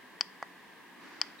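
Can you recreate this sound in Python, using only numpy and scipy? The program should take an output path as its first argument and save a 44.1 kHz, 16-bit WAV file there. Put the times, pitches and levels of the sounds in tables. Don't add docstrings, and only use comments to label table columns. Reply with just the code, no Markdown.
import sys
import numpy as np
from scipy import signal
from scipy.fft import rfft, irfft
from scipy.io import wavfile

SR = 44100
rng = np.random.default_rng(int(sys.argv[2]) if len(sys.argv) > 2 else 0)


def generate_wav(sig):
    pcm = np.round(np.clip(np.atleast_2d(sig).T, -1, 1) * 32767).astype(np.int16)
    wavfile.write(sys.argv[1], SR, pcm)


N = 61739
TIME = np.arange(N) / SR
HZ = np.maximum(np.fft.rfftfreq(N, 1 / SR), 1)

# [f/Hz, relative level per Hz/dB]
AIR_COLOUR = [(18, -58), (30, -25.5), (124, -16), (149, -12), (165, -7), (178, -1), (214, -5), (264, 0),
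              (309, -4), (344, -4), (392, -5), (435, -5.5), (628, -11.5), (755, -6.5), (816, -7.5),
              (1010, -1), (1420, -14.5), (1610, -2.5), (1840, -2), (2330, -11), (2800, -12), (4370, -18.5),
              (6480, -26), (14600, -28), (15800, -28.5)]
# [f/Hz, correlation]
CHANNEL_LIKENESS = [(40, .1), (150, 0.44), (300, 0.7), (600, 0.44), (1000, 0.71), (1900, 0.78), (3500, 0),
                    (7000, 0.12), (14000, 0)]
# [f/Hz, relative level per Hz/dB]
RUSTLE_COLOUR = [(100, -24), (280, 4.5), (450, -5.5), (650, -6.5), (1000, -3.5), (1400, -1), (2100, -0.5),
                 (3000, -12), (4600, -11), (6500, -19.5), (10000, -34)]
# [t of the peak/s, bell width (sigma)/s, level/dB]
GRIP_BUMPS = [(0.985, 0.024, -58.5), (1.063, 0.013, -53.5), (1.2, 0.017, -61.5)]
# (t of the peak/s, bell width (sigma)/s, f/Hz, level/dB)
END_TICK = (1.393, .005, 3830, -57)
# [f/Hz, gain/dB]
TAIL_COLOUR = [(300, -9), (1000, -4), (2000, -8), (3300, 1), (4800, -9), (6300, -7), (8000, -11),
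               (12000, 1)]
# [t/s, level/dB]
PRESS_STROKES = [(0.2095, 0), (1.215, -0.14)]
# [t/s, level/dB]
RELEASE_STROKES = [(0.4267, 0)]
# [f/Hz, rise to the peak/s, level on press/dB, level on release/dB, left over right/dB]
DOME_MODES = [(1100, 0.00069, -20, -18, -0.2), (1800, 0.00042, -43, -28.5, 1.2),
              (2605, 0.00052, -20.5, -61, 3), (4673, 0.000672, -5, -35, 7), (6540, 0.000622, -31, -45, 6),
              (7670, 0.000696, -31, -52, 9), (12100, 0.000324, -46, -66.9, 4)]
# [f/Hz, t60/s, level on press/dB, level on release/dB, left over right/dB]
CASE_RINGS = [(678, 0.019, -46, -37, -0.7), (1121, 0.022, -37.5, -35, -5), (1411, 0.012, -23.5, -27.5, 0.2),
              (1703, 0.013, -25.5, -26.5, -1), (1936, 0.047, -40, -39, 3.5), (2285, 0.018, -32.5, -70, -3),
              (3097, 0.02, -24, -44.5, 2.5), (3377, 0.024, -29, -59, -4), (4590, 0.057, -35, -52, 3),
              (5270, 0.025, -29, -70, 0.8), (6090, 0.011, -28.4, -51, 4)]

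AIR_DB = -53.5
HUM_HZ, HUM_DB = 179.2, -77
RUSTLE_START_S, RUSTLE_ATTACK_S, RUSTLE_HOLD_S, RUSTLE_T60_S = 0.97, 0.07, 0.22, 1
RUSTLE_DB = -53.5
BUMP_HZ, BUMP_OCTAVES = 293, 0.24
TICK_OCTAVES = 0.02
TABLE_ECHO_S, TABLE_ECHO_DB = 0.00362, -15
NEAR_DB, NEAR_T60_S, NEAR_DELAY_S = -14.5, 0.049, 0.0014
ROOM_DB, ROOM_T60_S, ROOM_DELAY_S = -15.5, 0.4, 0.016
ECHO_DULL_HZ = 4240
SNAP_SWELL = 3.0
CASE_LAG_S, CASE_RISE_S = 0.000482, 0.00021
HOLLOW_HZ, HOLLOW_Q = 4080, 1.98
MIC_LOW_CUT_HZ = 170
CUTOFF_HZ = 15900


def from_db(db):
    return 10 ** (np.asarray(db) / 20)


def over_hz(points):
    hz, value = np.transpose(points)
    return np.interp(np.log(HZ), np.log(hz), value)


def decay(t, t60):
    return np.exp(-np.log(1000) * t / t60)


def panned(x, db):
    return x * from_db(np.array([[db / 2], [-db / 2]]))


def noise(spectrum_db):
    mid, side = rfft(rng.standard_normal((2, N)))
    alike = np.clip(over_hz(CHANNEL_LIKENESS), -.99, .99)
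    common = np.sqrt(1 + alike) * mid
    opposed = np.sqrt(1 - alike) * side * [[1], [-1]]
    x = irfft(from_db(spectrum_db) * (common + opposed), N)
    return x / np.sqrt(np.mean(x ** 2))


def band(hz, octaves):
    return noise(-20 * np.log10(1 + (np.log2(HZ / hz) / octaves) ** 2))


def swell(peak_s, width_s, db):
    return from_db(db) * np.exp(-.5 * ((TIME - peak_s) / width_s) ** 2)


def room_noise():
    air = from_db(AIR_DB) * noise(over_hz(AIR_COLOUR))
    hum = from_db(HUM_DB) * np.sqrt(2) * np.sin(2 * np.pi * HUM_HZ * TIME)
    return air + hum


def end_tick():
    peak_s, width_s, hz, db = END_TICK
    return swell(peak_s, width_s, db) * band(hz, TICK_OCTAVES)


def reflections(x, delay, t60):
    t = TIME - delay
    tail = rng.standard_normal((2, N)) * (t > 0) * decay(np.abs(t), t60)
    tail /= np.sqrt(np.sum(tail ** 2, axis=1, keepdims=True))
    return signal.fftconvolve(x[None], tail, axes=1)[:, :N]


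def surroundings(x):
    low_pass = signal.butter(1, ECHO_DULL_HZ, fs=SR, output="sos")
    dull = signal.sosfilt(low_pass, x + 1e-18)
    echo = from_db(TABLE_ECHO_DB) * np.interp(TIME - TABLE_ECHO_S, TIME, dull)
    near = from_db(NEAR_DB) * reflections(dull, NEAR_DELAY_S, NEAR_T60_S)
    coloured = irfft(rfft(x) * from_db(over_hz(TAIL_COLOUR)), N)
    room = from_db(ROOM_DB) * reflections(coloured, ROOM_DELAY_S, ROOM_T60_S)
    return echo + near + room


def hand():
    t = TIME - RUSTLE_START_S
    attack = np.clip(t / RUSTLE_ATTACK_S, 0, 1)
    fade = decay(np.maximum(t - RUSTLE_ATTACK_S - RUSTLE_HOLD_S, 0), RUSTLE_T60_S)
    rustle = from_db(RUSTLE_DB) * attack * fade * noise(over_hz(RUSTLE_COLOUR))
    bumps = sum(swell(*bump) for bump in GRIP_BUMPS) * band(BUMP_HZ, BUMP_OCTAVES)
    return rustle + bumps


def dome_snap(t, pressed):
    out = np.zeros((2, N))
    for hz, rise, press_db, release_db, pan_db in DOME_MODES:
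        level = from_db(press_db if pressed else release_db)
        envelope = (t / rise * np.exp(1 - t / rise)) ** SNAP_SWELL
        out += panned(level * envelope * np.cos(2 * np.pi * hz * (t - rise)), pan_db)
    return out


def case_ring(t, pressed):
    out = np.zeros((2, N))
    for hz, t60, press_db, release_db, pan_db in CASE_RINGS:
        level = from_db(press_db if pressed else release_db)
        envelope = (1 - np.exp(-t / CASE_RISE_S)) * decay(t, t60)
        out += panned(level * envelope * np.cos(2 * np.pi * hz * t), pan_db)
    return out


def click(start, pressed):
    t = np.maximum(TIME - start, 0)
    return dome_snap(t, pressed) + case_ring(np.maximum(t - CASE_LAG_S, 0), pressed)


def button():
    presses = sum(from_db(db) * click(s, True) for s, db in PRESS_STROKES)
    releases = sum(from_db(db) * click(s, False) for s, db in RELEASE_STROKES)
    notch = signal.iirnotch(HOLLOW_HZ, HOLLOW_Q, fs=SR)
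    hollow = signal.lfilter(*notch, presses + releases + 1e-18)
    low_cut = signal.butter(2, MIC_LOW_CUT_HZ, "high", fs=SR, output="sos")
    return signal.sosfilt(low_cut, hollow)


def scene():
    clicks = button()
    return clicks + surroundings(clicks.mean(axis=0)) + hand() + end_tick() + room_noise()


def record(dry):
    low_pass = signal.ellip(10, .05, 60, CUTOFF_HZ, fs=SR, output="sos")
    return signal.sosfiltfilt(low_pass, dry)


dry = scene()
out = record(dry)
generate_wav(out)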